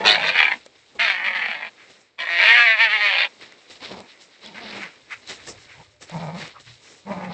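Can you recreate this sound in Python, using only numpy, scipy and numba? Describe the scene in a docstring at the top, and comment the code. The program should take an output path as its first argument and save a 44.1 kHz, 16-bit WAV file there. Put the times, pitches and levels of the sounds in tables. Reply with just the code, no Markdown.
"""Seized animal and dog in dry leaves

A seized animal screams three hoarse, wavering cries in leafy woodland while a dog holds it: fold pulses
and gated breath ring moving resonances. The dog snarls at first, then growls low through its grip, as a
throbbing tone with jaw rasp. Bodies scuffle and pant, as random cracks and shaped noise; twigs snap,
a thin whine and a yip are faint tones, low air noise rumbles. One close microphone."""
import sys
import numpy as np
from scipy import signal
from scipy.fft import rfft, irfft, next_fast_len
from scipy.io import wavfile
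from scipy.ndimage import uniform_filter1d, minimum_filter1d, map_coordinates
from numba import njit

SR = 44100
rng = np.random.default_rng(int(sys.argv[2]) if len(sys.argv) > 2 else 0)


def linear_from_db(decibels):
    """Turn decibels (scalar or array-like) into linear amplitude factors; 0 gives 1."""
    return 10 ** (np.asarray(decibels, float) / 20)


def waveform_to_disk(signal):
    """Save audio, clipped to [-1, 1], as 16-bit WAV at the path in sys.argv[1]."""
    frames = np.transpose(np.atleast_2d(signal))
    scaled = np.clip(frames, -1, 1) * 32767
    samples = np.round(scaled).astype(np.int16)
    wavfile.write(sys.argv[1], SR, samples)


N = 323253

# growls, one list each: t/s, pitch f/Hz, chest level/dB
GROWL_CONTOURS = [
    [(0, 199.7, -43), (.03, 189.5, -45), (.055, 205, -34), (.1, 189.5, -43), (.2, 179.8, -46.5),
     (.3, 170.6, -48), (.34, 169.8, -56)],
    [(3.8, 244.3, -59), (3.828, 245.9, -47), (3.866, 248.9, -58), (3.92, 194.5, -47.5), (3.98, 194.5, -46),
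     (4.034, 227.1, -52.5), (4.07, 220, -56)],
    [(4.43, 190.1, -60.5), (4.466, 216, -50.5), (4.532, 173, -53), (4.588, 229.9, -45), (4.836, 196.5, -49),
     (4.858, 177.5, -47), (4.89, 170.9, -62)],
    [(5.74, 130, -58), (5.768, 131.6, -62), (5.78, 134.2, -55), (5.798, 151.3, -56.5), (5.81, 159.2, -45.5),
     (5.83, 158.2, -65)],
    [(6.11, 164.5, -44.5), (6.148, 169.4, -30.5), (6.28, 157.2, -32.5), (6.33, 157.7, -37),
     (6.38, 198.7, -34.5), (6.436, 145.9, -44), (6.47, 146.8, -52)],
    [(6.65, 118.5, -69), (6.678, 117.3, -47), (6.724, 117.6, -55), (6.77, 117.2, -62)],
    [(7.05, 188.7, -51), (7.082, 197.6, -34.5), (7.114, 200.2, -27.5), (7.146, 181.1, -36.5),
     (7.188, 181.1, -32), (7.266, 183.1, -36), (7.33, 174.7, -33.5)],
]
# lunges in the leaves: peak t/s, crackle level/dB, length/s, fine hiss re crackle/dB, trampling re crackle/dB
LUNGE_EVENTS = [(0.658, -54, .04, -1.5, -4), (0.758, -57, 0.033, -16, -7), (0.896, -62.5, .1, -3.5, -25),
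                (0.963, -58.5, 0.1, -6, 13.5), (1.831, -61.5, 0.17, -15.5, 5),
                (1.904, -53.5, 0.082, -6.5, 2.5), (2.011, -60.5, 0.052, 0.5, -20),
                (3.427, -45, 0.22, -12, -5.5), (3.711, -46, .12, -3.5, -3), (3.761, -45, 0.053, -18, -5.5),
                (3.843, -37.5, 0.18, -16, -9.5), (3.918, -43.5, .1, -8.5, 7.5),
                (3.978, -48, 0.15, -10, 7.2), (4.095, -52, .14, -20.5, -16), (4.219, -51, 0.13, -1.5, -5),
                (4.443, -44, 0.18, -14.5, -3.5), (4.653, -39.5, 0.6, -31.5, -4.5),
                (4.766, -40.5, 0.15, -11, 2.5), (5.299, -33.5, 0.12, -7, -4.5),
                (5.487, -41.5, 0.098, 2, 4.5), (5.753, -57.5, 0.11, -3.5, -6),
                (6.025, -44, 0.079, 1.5, -3.5), (6.205, -50, 0.44, -9, -12), (6.396, -42, 0.29, -8, -2),
                (6.476, -48, 0.021, -1.5, 2), (6.605, -50, .07, -0.5, -4), (6.681, -47, 0.27, -8.5, -15),
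                (6.873, -53, 0.52, -0.5, -1), (7.13, -49, 0.4, -12.5, 3), (7.32, -45, 0.17, -27, -1)]
SHAPE_HOP = 64  # samples between points of a level shape
LUNGE_RISE = 0.32  # share of the length before the peak


def unit(x):
    """x at rms 1."""
    return x / np.sqrt(np.mean(x ** 2) + 1e-20)


def curves(rows):
    """One value per sample for each column after the time."""
    s, *cols = np.transpose(rows)
    return [np.interp(np.arange(N) / SR, s, c) for c in cols]


def sounding(calls):
    """1 while a call lasts, with 6 ms edges."""
    t = np.arange(N) / SR
    return sum(np.clip(np.minimum(t - c[0][0], c[-1][0] - t) / .006, 0, 1) for c in calls)


def held(rows, calls):
    """The columns of one row per call, held from each onset to the next."""
    later_onsets = [c[0][0] for c in calls[1:]]
    return np.array(rows)[np.searchsorted(later_onsets, np.arange(N) / SR)].T


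def wobble(rate_hz):
    """A smooth random curve, rate_hz knots a second."""
    knots = rng.standard_normal(int(N * rate_hz / SR) + 4)
    return map_coordinates(knots, [np.arange(N) * rate_hz / SR])


def filtered(x, response):
    """x times a complex response of frequency."""
    m = next_fast_len(N + 8192)
    return irfft(rfft(x, m) * response(np.fft.rfftfreq(m, 1 / SR)), m)[..., :N]


def coloured(x, spectrum):
    """x through (f/Hz, gain/dB) points on a log axis, at rms 1."""
    f, db = np.transpose(spectrum)
    return unit(filtered(x, lambda hz: linear_from_db(np.interp(np.log(hz + 1), np.log(f), db))))


def resonant(x, modes):
    """x through parallel fixed (f/Hz, width/Hz, gain/dB) resonances of alternating sign, at rms 1."""
    def body(f):
        total = 0
        for k, (c, w, db) in enumerate(modes):
            total = total + (-1) ** k * linear_from_db(db) * 1j * f * w / (c * c - f * f + 1j * f * w)
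        return total
    return unit(filtered(x, body))


@njit
def ring(x, hz, width_hz, sr):
    """A two-pole band-pass whose centre moves."""
    y, r = np.zeros(len(x)), np.exp(-np.pi * width_hz / sr)
    for i in range(2, len(x)):
        y[i] = x[i] - x[i - 2] + 2 * r * np.cos(2 * np.pi * hz[i] / sr) * y[i - 1] - r * r * y[i - 2]
    return y


def swells(rows, rise):
    """One level shape/dB per (peak t/s, level/dB, length/s) row: a rise to the peak and a slower fall."""
    edge_db, curvature = 26.5, 1.36  # fall at either end; curve of the slopes
    s, db, length = np.transpose(rows)[:3, :, None]
    late = np.arange(0, N + SHAPE_HOP, SHAPE_HOP) / SR - s
    side = length * np.where(late < 0, rise, 1 - rise)
    return db - edge_db * np.abs(late / side) ** curvature


def summed(shapes_db):
    """The joint gain of overlapping shapes by power, one value per sample."""
    gain = np.sqrt(np.sum(linear_from_db(2 * shapes_db), axis=0))
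    return np.interp(np.arange(N), np.arange(len(gain)) * SHAPE_HOP, gain)


def folds(cycle, rough, swell_db):
    """One pulse a cycle, scattered by roughness, and the breath each cycle gates; together near rms 1."""
    exact = np.interp(np.arange(1, int(cycle[-1])), cycle, np.arange(N))
    at = exact.astype(int)
    chance = rng.standard_normal((len(at), 2))
    period = 1 / np.gradient(cycle)[at]
    when = np.clip(exact + .1 * rough[at] ** 1.5 * period * chance[:, 0], 0, N - 2)
    size = linear_from_db(5 * rough[at] * chance[:, 1]) * np.sqrt(period)
    # each pulse is shared by two samples, for a fractional time
    whole = when.astype(int)
    pulses = np.bincount(whole, size * (1 - when % 1), N) + np.bincount(whole + 1, size * (when % 1), N)
    swell = linear_from_db(swell_db) / np.sqrt(uniform_filter1d(linear_from_db(2 * swell_db), size=2000))
    breath = unit(np.exp(-1.8 * (cycle % 1)) * rng.standard_normal(N))
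    return swell * np.sqrt(1 - rough ** 2) * unit(pulses), swell * rough * breath


def growl_voice():
    """Jaw rasp and low shudder levels, held through each growl."""
    # one row per growl: jaw rasp re chest/dB, low shudder re chest/dB
    voice_rows = [(16.5, -13), (2, -14), (-1, -40), (3, -7), (-3, -19), (-13, -1), (-0.5, -21)]
    return held(voice_rows, GROWL_CONTOURS)


def rumble():
    """Low, lumpy air noise at the microphone; bodies thud and growls shudder in the same range."""
    # low air rumble: t/s, level/dB
    air_level = [(0.0, -59), (0.63, -72.5), (1.84, -77.5), (4.45, -84), (5.49, -57.5), (5.98, -70.5),
                 (6.41, -56.5), (6.96, -69), (7.33, -64)]
    # rumble spectrum: f/Hz, gain/dB
    air_spectrum = [(12, -64.5), (20, -25.5), (43, -22.5), (97, -7.5), (130, -7.5), (170, -19.5),
                    (290, -120)]
    thud_db = -16.5  # re trampling
    trample_db = np.transpose(LUNGE_EVENTS)[4, :, None]
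    thuds = summed(swells(LUNGE_EVENTS, LUNGE_RISE) + trample_db + thud_db)
    chest_db = curves(np.concatenate(GROWL_CONTOURS))[1]
    shudder = sounding(GROWL_CONTOURS) * linear_from_db(chest_db + growl_voice()[1])
    level = np.sqrt(linear_from_db(2 * curves(air_level)[0]) + thuds ** 2 + shudder ** 2)
    return level * linear_from_db(2.9 * wobble(4.9)) * coloured(rng.standard_normal(N), air_spectrum)


def snaps():
    """Each twig gives a noise crack and a short dull ring."""
    # twig snaps: t/s, level/dB, ring f/Hz
    twigs = [(0.663, -35.5, 544), (0.954, -44, 544.6), (3.412, -36.5, 2098), (3.523, -39.5, 2020),
             (3.7, -39, 398), (4.004, -32.5, 594), (4.461, -32.5, 3400), (5.275, -33, 4000),
             (5.474, -33, 1780), (6.011, -43.5, 526), (6.097, -33, 605), (6.598, -49.5, 1850)]
    out, t = np.zeros(N + SR), np.arange(1500) / SR
    for s, db, hz in twigs:
        # 60 dB decay in 2.5 ms and 28 ms
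        crack = 1.7 * linear_from_db(-60 * t / 0.0025) * rng.standard_normal(len(t))
        tone = linear_from_db(-60 * t / 0.028) * np.sin(2 * np.pi * hz * t)
        out[round(s * SR):][:len(t)] += linear_from_db(db + 1.5) * (crack + tone)
    return out[:N]


def crunch(rate_hz, spread_db, noise):
    """Random cracks, few big and many small, on a bed of noise."""
    size = linear_from_db(spread_db * rng.exponential(size=N).clip(0, 4))
    hits = (rng.random(N) < rate_hz / SR) * size * rng.choice([-1, 1], N)
    return linear_from_db(1.8 * wobble(25)) * (unit(hits) + noise * rng.standard_normal(N))


def scuffle():
    """Leaves crackle, rustle and crush under the bodies; pants and snorts share the rustle's middle range."""
    # quiet background level between the lunges: t/s, level/dB
    background = [(.57, -54), (.68, -63), (.94, -61), (1.72, -59.5), (1.96, -59.5), (2.165, -72.5),
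                  (3.3, -57.5), (3.36, -58.5), (3.66, -58.5), (4.4, -60), (5.07, -60), (5.45, -52),
                  (5.85, -60), (6.0, -71), (6.1, -52), (6.8, -75), (7.04, -69)]
    # crackle, fine hiss, trampling, middle range: re background/dB
    background_colour_db = [0.8, -4.5, -0.5, 1.2]
    # pants and snorts: peak t/s, level/dB, length/s
    pants = [(.664, -49.5, .04), (.966, -54, 0.056), (1.8, -51, 0.38), (4.57, -38.5, 0.15),
             (4.8, -33.5, 0.22), (4.88, -43, 0.14), (4.12, -53, 0.13), (5.125, -34.5, .12),
             (3.43, -45, .06), (4.68, -37, .2), (5.71, -44, 0.21), (5.81, -57, 0.0813), (6.1, -51.5, 0.02),
             (6.42, -35, 0.19), (6.57, -51.5, 0.12), (7.25, -44, .25)]
    # spectra of crackle, fine hiss and trampling: f/Hz, gain/dB
    crackle_spectrum = [(1710, -28.5), (2900, -11), (3270, -12), (3850, -7), (4800, -14), (5400, -16.5),
                        (7020, -50), (11900, -120)]
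    fine_spectrum = [(3120, -37.5), (5300, -4), (6060, -8), (7350, -6.5), (8120, -10), (10600, -32),
                     (17900, -120)]
    trample_spectrum = [(71, -31.5), (120, -11), (262, -3.5), (440, 0.5), (651, -4), (1240, -10),
                        (1500, -18), (1950, -45), (3300, -120)]
    # resonances of the middle range: f/Hz, width/Hz, gain/dB
    middle_modes = [(1580, 1240, -4.5), (2100, 500, 3.5), (2534, 680, -4)]
    rustle_body_db = -2.6  # middle-range rustle of leaves in each lunge, re crackle
    lunge_db = swells(LUNGE_EVENTS, LUNGE_RISE)
    fine_db, trample_db = np.transpose(LUNGE_EVENTS)[3:, :, None]
    middle_db = np.vstack([lunge_db + rustle_body_db, swells(pants, rise=0.34)])
    moves = [lunge_db, lunge_db + fine_db, lunge_db + trample_db, middle_db]
    background_db, = curves(background)
    levels = [np.hypot(summed(m), linear_from_db(background_db + db)) for m, db in zip(moves, background_colour_db)]
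    crackle, fine, trample, middle = levels
    crackle = crackle * coloured(crunch(rate_hz=900, spread_db=3.5, noise=0.89), crackle_spectrum)
    fine = fine * coloured(crunch(rate_hz=2400, spread_db=3.5, noise=1.1), fine_spectrum)
    middle_noise = resonant(crunch(rate_hz=550, spread_db=2.5, noise=1.0), middle_modes)
    middle = middle * resonant(middle_noise, [(2010, 6100, 0)])
    trample = trample * coloured(crunch(rate_hz=470, spread_db=2.0, noise=11.0), trample_spectrum)
    return crackle + fine + middle + trample


def whine():
    """A faint thin whine and a short hoarse yip: an unsteady tone and its octave."""
    # one list per call: t/s, pitch f/Hz, level/dB, octave level/dB, pitch tremor/share
    whine_calls = [
        [(5.81, 612, -70, -70, .012), (5.9, 607, -61, -68, .04), (6.0, 600, -61, -72, .012)],
        [(6.53, 540, -66, -56, .2), (6.56, 550, -60, -45, .2), (6.59, 570, -66, -54, .2)],
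    ]
    hz, db, octave_db, tremor = curves(np.concatenate(whine_calls))
    phase = 2 * np.pi * np.cumsum(hz * (1 + tremor * wobble(700))) / SR
    tones = linear_from_db(db) * np.sin(phase) + linear_from_db(octave_db) * np.sin(2 * phase)
    return sounding(whine_calls) * linear_from_db(3.1 * wobble(60)) * np.sqrt(2) * tones


def growls():
    """A throbbing, unsteady chest tone at the pitch, and rough pulses through the closed jaw."""
    # closed jaw: f/Hz, width/Hz, gain/dB
    jaw = [(562, 480, 4), (924, 207, 8), (1250, 140, -2.5), (2230, 350, -5.5)]
    # t/s, roughness 0-1
    roughness = [(0, .9), (.34, .9), (3.8, .65), (4.43, .48), (6.1, .56), (7.33, .56)]
    hz, chest_db = curves(np.concatenate(GROWL_CONTOURS))
    rasp_db = chest_db + growl_voice()[0]
    cycle = np.cumsum(hz * (1 + .045 * wobble(55))) / SR
    throb_db = 2.5 * np.cos(2 * np.pi * np.cumsum(28 + 4 * wobble(10)) / SR) + 1.8 * wobble(45)
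    tone = unit(linear_from_db(throb_db) * (np.sin(2 * np.pi * cycle) + .1 * np.sin(4 * np.pi * cycle)))
    flutter = unit(ring(ring(rng.standard_normal(N), hz, 90., SR), hz, 150., SR))
    chest = .94 * tone + .33 * flutter
    rasp = resonant(sum(folds(cycle, curves(roughness)[0], .8 * throb_db)), jaw)
    gate = sounding(GROWL_CONTOURS)
    return gate * linear_from_db(chest_db) * chest, gate * linear_from_db(rasp_db) * rasp


def cries():
    """Fold pulses, shaken by a slower rattle, ring a chest and four resonances that move with the gape."""
    # one list per cry: t/s, effort/dB, gape as treble re mouth body/dB
    contours = [
        [(0.0, -25.5, -4.5), (0.026, -42, -10.5), (0.058, -14.5, 0.5), (0.116, -17, 2.5), (0.156, -20.5, -2),
         (0.176, -31, -3), (0.234, -22, -8), (0.284, -18.5, -2), (0.318, -30, -3), (0.338, -23, -11),
         (0.388, -13, -9.5), (0.496, -24.5, -14.5), (0.502, -25.5, -10.5), (0.514, -16.5, -14.5),
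         (0.58, -58, 2)],
        [(0.985, -31.5, -22.5), (0.997, -16.5, -8.5), (1.101, -19, -7.5), (1.127, -26, -6), (1.229, -27, -20.5),
         (1.253, -16.5, -14), (1.321, -24, -19), (1.371, -20, -11), (1.379, -26.5, -12), (1.455, -19.5, -17.5),
         (1.463, -30.5, -9.5), (1.525, -25.5, -10), (1.577, -36, -9.5), (1.633, -31, -15.5), (1.679, -36.5, -4),
         (1.693, -43, -6.5)],
        [(2.175, -78, 13.5), (2.183, -36.5, -8), (2.199, -27, -5), (2.257, -29, -11), (2.453, -12.5, -7.5),
         (2.569, -11, -13), (2.715, -14.5, -13.5), (2.755, -20.5, -16), (2.767, -27.5, -9), (2.809, -12, -12.5),
         (2.847, -13.5, -8), (2.881, -23, -15.5), (2.901, -21.5, -7), (2.933, -16, -11), (2.985, -26.5, -5.5),
         (3.015, -15.5, -9), (3.171, -21.5, -6), (3.181, -18.5, -3.5), (3.249, -21.5, -7.5), (3.278, -45.5, -1)],
    ]
    # one list per cry: t/s, pitch f/Hz
    pitch = [
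        [(0.0, 184), (0.066, 213.8), (0.124, 207.5), (0.172, 200.5), (0.296, 218), (0.322, 224.6),
         (0.39, 227.5), (0.412, 229.1), (0.488, 198.9), (0.52, 186.7), (0.556, 203.5), (0.58, 201)],
        [(0.985, 220.0), (1.037, 235.2), (1.057, 214.3), (1.139, 182.8), (1.177, 179.2), (1.205, 170.2),
         (1.257, 197), (1.313, 180.1), (1.35, 189.9), (1.412, 165.8), (1.48, 162.6), (1.506, 171.3),
         (1.544, 161.7), (1.582, 148.4), (1.616, 149.8), (1.65, 165.7), (1.71, 158.5)],
        [(2.17, 154.4), (2.236, 161.3), (2.252, 160.2), (2.296, 165.7), (2.306, 170.1), (2.398, 172.5),
         (2.45, 210.6), (2.468, 220.7), (2.508, 232.3), (2.552, 240.8), (2.652, 235.2), (2.67, 224.6),
         (2.7, 223.6), (2.742, 220.4), (2.774, 205.7), (2.8, 223.9), (2.822, 231.2), (2.87, 216.9),
         (2.9, 202.6), (2.938, 219), (2.986, 205.5), (3.02, 209.3), (3.08, 200.1), (3.108, 193.3), (3.18, 172),
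         (3.25, 178.1), (3.274, 168.3), (3.29, 169)],
    ]
    # t/s, roughness 0-1, rattle rate f/Hz
    hoarseness = [(0, .7, 112), (.17, .62, 114), (.22, .72, 100), (.39, .63, 80), (.56, .7, 52),
                  (1, .4, 60), (1.1, .35, 55), (1.25, .38, 45), (1.7, .48, 50), (2.18, .7, 60),
                  (2.29, .6, 60), (2.31, .12, 60), (2.37, .15, 60), (2.41, .6, 85), (2.46, .3, 105),
                  (2.54, .25, 118), (2.58, .45, 118), (2.61, .11, 60), (2.95, .14, 60), (2.99, .3, 60),
                  (3.03, .13, 60), (3.11, .25, 90), (3.17, .65, 60)]
    # one row per cry: throat/dB and chest/dB at usual effort and gape, resonance scale/share,
    # rattle depth at full roughness/dB, hiss fade/(dB/s)
    posture = [(-31.5, -48, 0.94, 10.5, 18.5), (-34.5, -52.5, 0.93, 8, 9.5), (-32, -60, 0.96, 6, 14.5)]
    # throat, lower mouth, upper mouth, bright: f/Hz at usual gape and scale 1
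    centre_hz = [791, 1850, 2410, 3533]
    # same four: shift as the jaws open/(Hz/dB)
    slide_hz_per_db = [0.7, -2.5, 8.5, 11.5]
    # same four: width of the first pass/Hz
    widths_hz = [600, 530, 610, 810]
    # resonances behind the teeth: f/Hz, width/Hz, gain/dB
    teeth = [(2950, 300, 0), (4350, 450, -5)]
    # hiss spectrum above the teeth: f/Hz, gain/dB
    hiss_spectrum = [(2710, -35), (4600, -2.5), (4940, -12), (5890, -5.5), (6450, -16.5), (7600, -13.5),
                     (8120, -16), (10600, -54.5), (17900, -120)]
    usual_db, usual_gape_db = -20, -9

    effort_db, gape_db = curves(np.concatenate(contours))
    throat_db, chest_db, scale, shake_db, fade_db_per_s = held(posture, contours)
    push = effort_db - usual_db
    opening = np.clip(gape_db - usual_gape_db, -15, 15)
    throat_db = throat_db + 0.51 * push + 0.096 * opening
    chest_db, bright_db = chest_db + 0.067 * push, effort_db + gape_db
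    # the tongue never rests: each resonance wanders
    centres = [(hz * scale + slide * opening) * (1 + 0.039 * wobble(15))
               for hz, slide in zip(centre_hz, slide_hz_per_db)]

    rough, rattle_hz = curves(hoarseness)
    rattle = np.cos(2 * np.pi * np.cumsum(rattle_hz * (1 + .08 * wobble(30))) / SR)
    cycle = np.cumsum(curves(np.concatenate(pitch))[0]) / SR
    pulses, breath = folds(cycle, rough, shake_db * rough * rattle)
    # breath grows against the pulses toward the treble
    sources = [(pulses + airy * breath) / np.sqrt(1 + (airy ** 2 - 1) * rough ** 2)
               for airy in (.7, 1, 1.3, 3)]

    # each resonance is passed twice, which darkens the valleys between them
    throat, lower, upper, bright = [unit(ring(ring(x, c, w, SR), c, 0.92 * w, SR))
                                    for x, c, w in zip(sources, centres, widths_hz)]
    mouth = unit(lower - linear_from_db(1.5) * upper - linear_from_db(-17) * resonant(sources[1], [(1236, 170, 0)]))
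    bright = unit(bright + resonant(resonant(sources[2], teeth), [(3470, 11000, 0)]))
    chest = resonant(resonant(sources[3], [(220, 98, 0)]), [(216, 130, 0)])
    voice = linear_from_db(throat_db) * throat + linear_from_db(effort_db + 0.35) * mouth
    voice = voice + linear_from_db(bright_db - 0.5) * bright + linear_from_db(chest_db) * chest

    # the hiss above the teeth tires through each cry
    onset_s = held([[c[0][0]] for c in contours], contours)[0]
    tired_db = fade_db_per_s * (np.arange(N) / SR - onset_s)
    flicker_db = 2.5 * wobble(13)
    hiss = -linear_from_db(bright_db - 20 - tired_db + flicker_db) * coloured(sources[3], hiss_spectrum)
    return sounding(contours) * (voice + hiss)


def ground(x, hop=4096):
    """Direct sound with close echoes off ground and bodies, redrawn every 93 ms as the animals move."""
    t = np.arange(hop) / SR
    out, fade = np.zeros(N + 6 * hop), np.hanning(2 * hop)
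    padded = np.pad(x, (hop, 2 * hop))
    for start in range(0, N + hop, hop):
        echo = rng.standard_normal(len(t)) * (linear_from_db(-60 * t / .042) + linear_from_db(-32 - 60 * t / .15))
        response = rfft(echo / np.linalg.norm(echo), 4 * hop) + .75  # .75: direct sound
        # the echoes ripple the spectrum finely but leave its broad shape alone
        response /= np.sqrt(uniform_filter1d(np.abs(response) ** 2, size=170))
        block = padded[start:start + 2 * hop] * fade
        out[start:start + 4 * hop] += irfft(rfft(block, 4 * hop) * response)
    return 1.1 * out[hop:hop + N]


def scene():
    """All sources, heard alike on both channels."""
    chest, rasp = growls()
    near = ground(cries() + rasp + whine()) + snaps()
    # small mouths and twigs radiate little bass
    near = filtered(near, lambda hz: (1j * hz / (1j * hz + 110)) ** 3)
    mono = near + chest + scuffle() + rumble()
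    return np.array([mono, mono])


def low_pass(x):
    """Removes everything above the highest recorded frequency."""
    return signal.sosfilt(signal.butter(12, 8270, fs=SR, output="sos"), x)


def record(dry):
    """A limiter holds the loudest peaks; a band limit falls from 8300 Hz to nothing at 8550 Hz."""
    needed = np.minimum(1, .93 / (np.abs(dry[0]) + 1e-9))
    gain = uniform_filter1d(minimum_filter1d(needed, size=600), size=300)
    mix = filtered(dry * gain, lambda hz: np.clip((8300 - hz) / 250 + 1, 0, 1))
    return low_pass(mix)


dry = scene()
out = record(dry)
waveform_to_disk(out)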